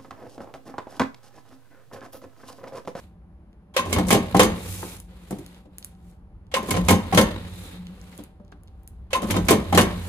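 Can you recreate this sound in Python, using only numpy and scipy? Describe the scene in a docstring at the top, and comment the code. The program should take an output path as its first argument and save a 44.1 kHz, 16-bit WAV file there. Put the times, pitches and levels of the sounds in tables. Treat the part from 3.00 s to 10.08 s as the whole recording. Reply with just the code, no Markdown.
"""A quiet workshop, a two-port stereo microphone close to an electric stapler on a steel table.
It runs three cycles: trigger, clutch, cam, staple blow, release and return. Each contact chatters
into the frame and the steel head; cam and gears rub and the table rumbles while the drive turns.
Between cycles the wrapped cardboard slides, knocks and crackles. Ventilation hums far off."""
import sys
import numpy as np
from scipy import signal
from scipy.fft import rfft, irfft, next_fast_len
from scipy.io import wavfile

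SR = 44100
rng = np.random.default_rng(int(sys.argv[2]) if len(sys.argv) > 2 else 0)


def waveform_to_disk(signal):
    """Save audio, clipped to [-1, 1], as 16-bit WAV at the path in sys.argv[1]."""
    frames = np.transpose(np.atleast_2d(signal))
    scaled = np.clip(frames, -1, 1) * 32767
    samples = np.round(scaled).astype(np.int16)
    wavfile.write(sys.argv[1], SR, samples)


N = 312228

# when the clutch bites and how late the cam follows (their sum starts cam time): clutch_s, cam_lag_s
CYCLE_TIMES = [(0.764, -0.002), (3.539, 0.0026), (6.13, 0.012)]
# how alike the two microphone ports hear spread-out sound: frequency_hz, shared_power_fraction
PORT_LIKENESS = [(60, 0.91), (250, 1), (600, 0.53), (1100, 0.8), (1600, 0.27), (6000, 0.095), (8500, 0.077),
                 (10000, 1)]


def from_db(db):
    """Decibels to gain."""
    return 10 ** (np.asarray(db) / 20)


def rms_one(x):
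    """Scale to unit rms."""
    return x / np.sqrt(np.mean(x ** 2) + 1e-20)


def power_sum(levels_db):
    """Levels of unrelated sounds add as powers."""
    return 10 * np.log10(np.sum(10 ** (np.array(levels_db) / 10), axis=0))


def in_time(rows):
    """Columns of a curve, one value a sample."""
    times_s, *columns = np.transpose(rows)
    return [np.interp(np.arange(N) / SR, times_s, column) for column in columns]


def every_cycle(curve):
    """Level curves in cam time, played once a cycle, silent outside."""
    quiet = [-120] * (len(curve[0]) - 1)
    padded = [(curve[0][0] - .01, *quiet), *curve, (curve[-1][0] + .01, *quiet)]
    return power_sum([in_time([(clutch_s + lag_s + t, *levels) for t, *levels in padded])
                      for clutch_s, lag_s in CYCLE_TIMES])


def at_hz(points, hz):
    """Read a spectrum on a log-frequency axis."""
    points = np.array(points)
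    return np.interp(np.log(np.maximum(hz, 1)), np.log(points[:, 0]), points[:, 1])


def shaped(x, spectrum):
    """Colour a steady noise with rows of frequency_hz, gain_db."""
    return irfft(rfft(x) * from_db(at_hz(spectrum, np.fft.rfftfreq(N, 1 / SR))), N)


def band(x, low_hz, high_hz):
    """Causal band-pass."""
    sos = signal.butter(2, [low_hz, min(high_hz, .45 * SR)], "band", fs=SR, output="sos")
    return signal.sosfilt(sos, x)


def resonance(x, hz, width_hz):
    """Two-pole peak of gain 1."""
    r = np.exp(-np.pi * width_hz / SR)
    feedback = [1, -2 * r * np.cos(2 * np.pi * hz / SR), r * r]
    return signal.lfilter(np.array([1, 0, -1]) * (1 - r * r) / 2, feedback, x + 1e-18)


def grains(count, per_s, spread_db):
    """Random clicks of uneven size and sign."""
    sizes = from_db(spread_db * np.minimum(rng.exponential(1, count), 4)) * rng.choice([-1, 1], count)
    return sizes * (rng.random(count) < per_s / SR)


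def blend_ports(spectra, size):
    """Three spectra become left and right: the first is shared, the others are each port's own."""
    alike = np.clip(at_hz(PORT_LIKENESS, np.fft.rfftfreq(size, 1 / SR)), 0, 1)
    shared, *own = spectra
    return np.sqrt(alike) * shared + np.sqrt(1 - alike) * np.array(own)


def two_ports(draw):
    """A wide source at the microphone, made from three draws of its sound."""
    return irfft(blend_ports(rfft([draw(), draw(), draw()]), N), N)


def room_tone():
    """Distant ventilation with a few faint motor lines."""
    # colour of the moving air: frequency_hz, gain_db
    air_spectrum = [(18, -31.5), (30, 1), (59, -14.5), (134, -15.5), (184, -13.5), (252, -27), (311, -29.5),
                    (780, -41), (844, -38.5), (8520, -76.5), (10800, -63.5), (16000, -85.5)]
    # motor hum: pitch_hz, width_hz, level_db
    motor_lines = [(770, 7.4, -70.5), (335, 12, -71.5), (592, 8.4, -76)]
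    air = shaped(two_ports(lambda: rng.standard_normal(N)), air_spectrum)
    air = signal.sosfilt(signal.butter(2, 230, "high", fs=SR, output="sos"), air)
    hum = sum(from_db(level_db) * rms_one(resonance(rng.standard_normal(N), hz, width_hz))
              for hz, width_hz, level_db in motor_lines)
    return from_db(-55.5) * rms_one(air) + hum


def rubbing(levels_db, grit, rough_db):
    """Surfaces rubbing on steel: noise with a little grit, catching and slipping."""
    # colour of the low rasp: frequency_hz, gain_db
    rasp_spectrum = [(150, -17), (250, -5.5), (402, -11.5), (531, -8.5), (662, -20), (744, -15.5),
                     (4000, -22), (5200, -30.5), (8800, -120)]
    # colour of the high hiss: frequency_hz, gain_db
    hiss_spectrum = [(1500, -25), (2300, -4.5), (2900, -9.5), (5200, -8), (7000, -4.5), (10200, -4.5),
                     (13300, -7), (16000, -13.5)]

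    def friction():
        return rng.standard_normal(N) + grit * rms_one(grains(N, per_s=300, spread_db=4.0))

    rasp_db, hiss_db, scrape_db = levels_db
    catch = from_db(rough_db * rms_one(band(rng.standard_normal(N), 11, 60)))
    scrape = rms_one(resonance(resonance(two_ports(friction), 3750, 600.0), 3750, 600.0))
    scrape += from_db(-7.0) * rms_one(resonance(two_ports(friction), 2300, 300.0))
    rasp = rms_one(shaped(two_ports(friction), rasp_spectrum))
    hiss = rms_one(shaped(two_ports(friction), hiss_spectrum))
    return catch * (from_db(scrape_db) * scrape + from_db(rasp_db) * rasp + from_db(hiss_db) * hiss)


def cardboard_slides():
    """Cardboard pushed over the table: each push speeds up, slows a little and stops."""
    # pushes, with levels at their fastest: start_s, fastest_s, stop_s, rasp_db, hiss_db, scrape_db
    pushes = [(-.3, 0, .04, -57, -59, -73), (1.562, 1.72, 1.946, -44, -37, -55),
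              (2.101, 2.338, 2.58, -53, -57, -72), (2.734, 2.842, 2.91, -61, -65, -78),
              (3.0, 3.1, 3.13, -65.5, -64, -82), (4.34, 4.644, 4.76, -46, -48, -52),
              (4.81, 5.18, 5.24, -52, -57, -76), (5.3, 5.851, 6.1, -72.5, -80, -90),
              (6.885, 7.096, 8.6, -42, -44.5, -67)]
    rise_db, sag_db = np.array([3, 11, 10]), np.array([0.5, 7, 2])   # rasp, hiss, scrape
    start_db_per_s, stop_db_per_s = 302, 201
    curves = [in_time([(start_s - 1, *(top_db - rise_db - start_db_per_s)),
                       (start_s, *(top_db - rise_db)),
                       (fastest_s, *top_db),
                       (stop_s, *(top_db - sag_db)),
                       (stop_s + 1, *(top_db - sag_db - stop_db_per_s))])
              for start_s, fastest_s, stop_s, *top_db in pushes]
    return rubbing(power_sum(curves), grit=0.44, rough_db=1.0)


def table_rumble():
    """Each low mode of table and frame is a steady tone plus narrow noise, so that it wavers."""
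    # shaking through one cycle: cam_time_s, rumble_db, table_db, panel_db
    cycle_shake = [(-.02, -70, -66, -60), (.02, -53, -53, -42.5), (.12, -47, -38.5, -38),
                   (.21, -36.5, -21.5, -31.5), (.25, -35.5, -33, -23), (.32, -30, -35.5, -30.5),
                   (.38, -39.5, -23.5, -24), (.46, -41, -34, -35.5), (0.511, -34, -36.5, -42.5),
                   (0.551, -43.5, -30.5, -51.5), (.61, -33, -30, -20.5), (.66, -45, -27, -18),
                   (.72, -30, -35, -26), (.85, -42, -35, -40), (1.2, -55.5, -45.5, -49),
                   (1.8, -70, -69, -58)]
    # murmur of table and building between cycles: time_s, rumble_db, table_db, panel_db
    murmur = [(0, -49.5, -46.5, -53), (.3, -47, -71, -52), (.7, -55, -65.5, -59.5), (2.2, -49, -51.5, -53),
              (2.8, -51.5, -66.5, -49), (3.45, -43.5, -54.5, -57.5), (4.9, -47, -51, -39.5),
              (5.3, -50.5, -65, -60), (5.92, -40.5, -56.5, -60.5), (7.08, -48, -49.5, -57)]
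    # the rumble, table and panel modes: pitch_hz, width_hz, steady_power_fraction
    low_modes = [(53, 39, 0.1), (91.9, 16, 0.1), (178.6, 16, 0.45)]
    levels_db = power_sum([every_cycle(cycle_shake), in_time(murmur)])
    out, t = 0, np.arange(N) / SR
    for level_db, (hz, width_hz, steady) in zip(levels_db, low_modes):
        tone = np.sqrt(2 * steady) * np.sin(2 * np.pi * hz * t)
        waver = rms_one(resonance(resonance(rng.standard_normal(N), hz, width_hz), hz, width_hz))
        out = out + from_db(level_db) * (tone + np.sqrt(1 - steady) * waver)
    return out


def wrap_snaps():
    """Plastic wrap snaps: a double click through a short, high resonance, a wisp of crinkle behind."""
    # snaps of the wrap: start_s, relative_level_db, centre_hz
    snaps = [(0.53, -56, 2000), (2.0012, -28, 9500), (2.346, -54, 3350), (2.386, -39, 10500),
             (2.3954, -41, 10500), (2.463, -37, 3420), (2.4635, -35, 9830), (2.4794, -50, 3670),
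             (2.5458, -43, 3550), (2.5794, -56.5, 4410), (2.7836, -22.5, 10300), (2.827, -34.5, 3829),
             (2.8462, -20, 10200), (2.951, -57, 3300), (3.113, -54, 8040), (3.468, -57, 3290),
             (4.869, -35, 3000), (5.0143, -39.5, 5938), (5.1779, -31, 9950), (5.1953, -46, 3520),
             (5.238, -31.5, 10400), (5.4491, -57, 5010), (5.4799, -55, 3500), (5.5191, -50, 4780),
             (5.6347, -44.5, 10100), (5.6752, -50, 3760), (5.681, -49, 3060), (5.8332, -49, 13700),
             (5.876, -29.5, 10220)]
    out, t = np.zeros(N), np.arange(SR // 20) / SR
    for start_s, level_db, hz in snaps:
        force = from_db(-32.0 - 950 * t) * rng.standard_normal(len(t))
        force[[0, round(.0003 * SR)]] += .2, 1   # the double click
        click = resonance(force, hz, 0.5 * hz) + from_db(-17.0) * band(force, 1030, 6600)
        out[round(start_s * SR):][:len(t)] += from_db(level_db + 7.5) * click / np.abs(click).max()
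    return out


def chatter(contacts, per_s, spread_db, crack, knock_s, clack_db):
    """Each contact is a dying hail of micro-impacts in four bands; the part struck adds two notes."""
    # thud, knock, clack and tick of an impact: low_hz, high_hz, gain_db, rise_s
    bands = [(86, 520, 1.5, 0.0078), (328, 1190, -4.5, 0.0014), (1440, 4080, 1, 0.0033),
             (5830, 13100, -0.5, 0.0004)]
    forces, notes, t = np.zeros((len(bands), N)), np.zeros(N), np.arange(SR // 4) / SR
    rise = 1 - np.exp(-t / np.array(bands)[:, 3:])   # heavy parts take longer to get moving
    for start_s, level_db, *band_db, t60, knock_hz, clack_hz, note_db in contacts:
        hail = rms_one(grains(len(t), per_s, spread_db)) * from_db(-60 * t / max(t60, .01))
        hail *= 1 + crack * t / 0.0043 * np.exp(-t / 0.0018)   # the first touch is the hardest
        at = round(start_s * SR)
        gains = from_db(level_db + np.array(band_db))[:, None]
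        forces[:, at:at + len(t)] += (gains * rise * hail)[:, :N - at]
        knock = from_db(note_db) * np.sin(2 * np.pi * knock_hz * t) * t / knock_s * np.exp(-t / knock_s)
        clack = from_db(band_db[2] + clack_db) * resonance(hail, clack_hz, 130.0)
        notes[at:at + len(t)] += from_db(level_db) * (knock + clack)[:N - at]
    # narrow bands catch little of a click and are raised; signs alternate so that neighbours add
    return notes + sum((-1) ** k * band(force, low, high) * from_db(db) * np.sqrt(SR / 2 / (high - low))
                       for k, (force, (low, high, db, _)) in enumerate(zip(forces, bands)))


def stapler_contacts():
    """Trigger to return, each contact is heard directly and ringing through frame and steel head."""
    # one cycle: after_clutch_s, cycle1_db, cycle2_db, cycle3_db, thud_db, knock_db, clack_db, tick_db,
    # chatter_t60_s, knock_hz, clack_hz, knock_note_db
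    cycle = [(-.025, -40.5, -40.5, -41, -20, -5.5, -8, -16, 0.79, 853, 3300, -5),
             (0, -12.5, -14.5, -17, -31, -8, -4.5, -13, 0.12, 534.6, 2610, 5.5),
             (.025, -16.5, -13.5, -15, -15.5, -7.5, -25.5, -19, 0.12, 1055, 2130, -2.5),
             (.088, -23.5, -24.5, -18.5, -3, -15.5, -20, -20, 0.15, 400, 1700, -10.5),
             (0.0994, -36.5, -35.5, -22, -5.5, -6, -17, -21, .12, 423.6, 1910, -6),
             (.143, -24.5, -24.5, -23.5, -2.5, -6.5, -23.5, -20, .12, 401.7, 1900, -3.5),
             (.165, -9.5, -10.5, -13, -6.5, -14, -10.5, -8, 0.075, 1007, 2230, -16),
             (.197, -9.5, -12.5, -12, -8, -13.5, -20.5, -35, 0.17, 420, 2300, -7),
             (.222, -8, -8.5, -8.5, -5, -10, -19.5, -24, 0.1, 472.3, 1900, -13.5),
             (.306, -29.5, -37, -36, 4.5, -6.5, -19, -6.5, 0.19, 396, 1800, -3.5),
             (.322, -20, -42.5, -44.5, -9.5, -11, -11.5, -5, .1, 497, 2120, -8),
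             (.342, -6, -5.5, -6.5, -8.5, -7.5, -11.5, -13, 0.18, 760, 2300, -9.5),
             (.364, 2, -0.5, 2, -11.5, -10, -24.5, -15.5, 0.092, 422, 1800, -4.5),
             (.383, -7.5, -13, -9, -4, -20.5, -15.5, -39, .12, 440, 1800, -5.5),
             (.583, -11.5, -12, -12, -3, -2.5, -18, -21.5, .14, 765, 2080, 5),
             (.604, -18, -14.5, -14.5, -0.5, -12.5, -8.5, -10.5, .11, 677.4, 4000, -8.5),
             (0.6318, -2, -2, -2.5, -6, -3, -9.5, -13, 0.12, 480, 1800, 1),
             (.648, -7.5, -6, -8, -14.5, -15, -28.5, -18.5, .07, 482, 2200, -1.5),
             (.668, -5.5, -10.5, -7.5, -7, -11, -16.5, -14, .1, 483.6, 4400, -8.5),
             (0.689, -12.5, -16, -15, -9, -17, -19.5, -33, .09, 450, 1870, -8)]
    # modes of frame and head: pitch_hz, gain_db, t60_s
    steel_modes = [(182, 1.5, 0.28), (212.4, 11.5, 0.33), (247, 2.5, 0.067), (321.3, 2.5, 0.23),
                   (368, -20.5, 0.52), (468, -12.5, 0.11), (543, -14, 0.06), (563, -11, 0.65),
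                   (801, -13.5, 0.2), (918, -0.5, 0.09), (1077, 2.5, 0.025), (1176, -3.5, 0.1),
                   (1290, -27.5, 0.15), (1440, -8, .1), (1031, -8.5, 0.096), (1823, -7.5, 0.18),
                   (2175, -4.5, 0.14), (2751, -9.5, .05), (2863.6, -9.5, 0.15), (3680, -1.5, 0.074),
                   (3110, -4.5, 0.068), (4560, -11.5, 0.07), (6170, -11, 0.02), (6390, -4, 0.18),
                   (7560, -14.5, 0.079), (8870, -8, 0.017), (10560, -29, .05), (13250, -8.5, .05)]
    cam_engages_s = .1   # contacts after this wait for the cam
    contacts = [(clutch_s + row[0] + lag_s * (row[0] > cam_engages_s), row[1 + k], *row[4:])
                for k, (clutch_s, lag_s) in enumerate(CYCLE_TIMES) for row in cycle]
    force = chatter(contacts, per_s=3500, spread_db=4.0, crack=0.93, knock_s=0.0032, clack_db=12.0)
    ring = 0
    for k, (hz, gain_db, t60) in enumerate(steel_modes):
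        mode = resonance(force, hz, width_hz=np.log(1000) / np.pi / t60)
        ring = ring + (-1) ** k * from_db(gain_db) * mode * np.sqrt(hz * t60)
    return from_db(-0.5) * force + from_db(-15.0) * ring


def clutch_squeals():
    """The clutch squeals as it bites: a slightly rising tone with its octave, swelling and dying."""
    # one squeal a cycle: start_s, pitch_hz, level_db, length_s
    squeals = [(0.776, 1039, -21.5, 0.031), (3.56, 1009, -27.5, 0.036), (6.146, 1046, -13.5, 0.017)]
    out = np.zeros(N)
    for start_s, hz, level_db, length_s in squeals:
        t = np.arange(int(length_s * SR)) / SR
        phase = 2 * np.pi * hz * t * (1 + 0.059 * (t / length_s - 1))
        swell = from_db(level_db) * np.sin(np.pi * t / length_s) ** 2
        out[round(start_s * SR):][:len(t)] += swell * (np.sin(phase) + 0.18 * np.sin(2 * phase))
    return out


def drive_rub():
    """Cam and gears rub while the drive turns."""
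    # friction through one cycle: cam_time_s, rasp_db, hiss_db, scrape_db
    drive_levels = [(.03, -66, -85.5, -90.5), (.11, -46.5, -54.5, -66), (.15, -37.5, -41.5, -57.5),
                    (.172, -28.5, -44.5, -53.5), (.245, -41, -50, -54.5), (.42, -44.5, -55, -57.5),
                    (.56, -41, -52, -55.5), (.67, -40, -52, -53.5), (.74, -38, -50, -55),
                    (.85, -44.5, -62, -53), (.95, -45, -85, -85)]
    return rubbing(every_cycle(drive_levels), grit=0.86, rough_db=-2.5)


def cardboard_knocks():
    """The carton bumps on the table and its hollow resonates."""
    # bumps: start_s, level_db, thud_db, knock_db, clack_db, tick_db,
    # chatter_t60_s, knock_hz, clack_hz, knock_note_db
    knocks = [(1.827, -24.5, -14.5, -3, -27, -30, 0.066, 344, 2400, -7),
              (2.307, -19, -7.5, -12, -32, -20.5, 0.094, 404.4, 1850, -11.5),
              (2.324, -24, -1.5, -22.5, -21.5, -38, 0.071, 284.2, 2200, -13),
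              (2.385, -26.5, -10.5, -24, -26.5, -22, 0.072, 340, 2020, -7.5),
              (2.653, -42, -2, -29.5, -25, -34.5, 0.088, 301, 2650, -7.5),
              (5.125, -43, -21.5, -13, -8, -46, 0.1, 278, 2120, -15.5),
              (5.186, -30.5, -5.5, -15, -22, -27, 0.094, 299.3, 3325, -12),
              (5.397, -43.5, 3.5, -21.5, -34, -46.5, 0.062, 588, 1456, 0),
              (5.521, -43, -12.5, 4, -10, -26, 0.0495, 298, 1645, -9.5)]
    # hollow of the carton: pitch_hz, width_hz, gain_db
    hollow = [(211, 18, 9.5), (282, 17, 5), (387, 29, 0.5)]
    bumps = two_ports(
        lambda: chatter(knocks, per_s=3100, spread_db=0.0, crack=3.5, knock_s=0.011, clack_db=15.0))
    return bumps + sum(from_db(db) * resonance(bumps, hz, width_hz) for hz, width_hz, db in hollow)


def workshop_reverb(x, low_t60, high_t60, wet_db):
    """The room answers with a noise tail, partly its own in each port, whose treble dies first."""
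    t = np.arange(SR // 2) / SR
    noise = rng.standard_normal((3, len(t)))
    dull = signal.sosfilt(signal.butter(1, 2500, fs=SR, output="sos"), noise)
    tail = dull * from_db(-60 * t / low_t60) + (noise - dull) * from_db(-60 * t / high_t60)
    tail *= np.minimum(t / 0.011, 1)
    size = next_fast_len(N + len(t))
    response = from_db(wet_db) * rfft(tail / np.sqrt(np.sum(tail[0] ** 2)), size)
    return irfft(rfft(x, size) * blend_ports(response, size), size)[:, :N]


def scene():
    """The machine is wide, so each port hears its own micro-impacts; the rumble reaches both alike."""
    knocks = cardboard_knocks()
    near = two_ports(stapler_contacts) + knocks + wrap_snaps() + clutch_squeals()
    diffuse = cardboard_slides() + drive_rub() + room_tone()
    direct = table_rumble() + diffuse + near
    return direct + workshop_reverb(near.mean(axis=0), low_t60=0.42, high_t60=0.14, wet_db=-11.5)


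def record(dry):
    """The microphone: right port late in the bass, left in the treble; rounded peaks, top cut off."""
    # balance of the ports: frequency_hz, left_minus_right_db
    balance = [(60, 1.5), (110, -5), (200, 2), (380, -2), (700, 0.5), (1290, 1.5), (2380, -0.5),
               (4400, -0.5), (8120, -1.5), (15000, 1)]
    left_lag_s, right_lag_s, crossover_hz, cutoff_hz = .000298, .00014, 4600, 16700
    hz = np.fft.rfftfreq(N, 1 / SR)
    treble = (1 + np.tanh((hz - crossover_hz) / 500)) / 2
    lag_s = np.array([treble * left_lag_s, (1 - treble) * right_lag_s])
    roll_off_db = at_hz([(14200, -1), (15400, -2.0)], hz)
    colour_db = at_hz(balance, hz) / 2 * [[1], [-1]] + roll_off_db
    ports = irfft(rfft(dry) * from_db(colour_db) * np.exp(-2j * np.pi * hz * lag_s), N)
    rounded = .93 * np.tanh(ports / .93)
    return signal.sosfilt(signal.cheby2(16, 95, cutoff_hz, fs=SR, output="sos"), rounded)


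dry = scene()
out = record(dry)
waveform_to_disk(out)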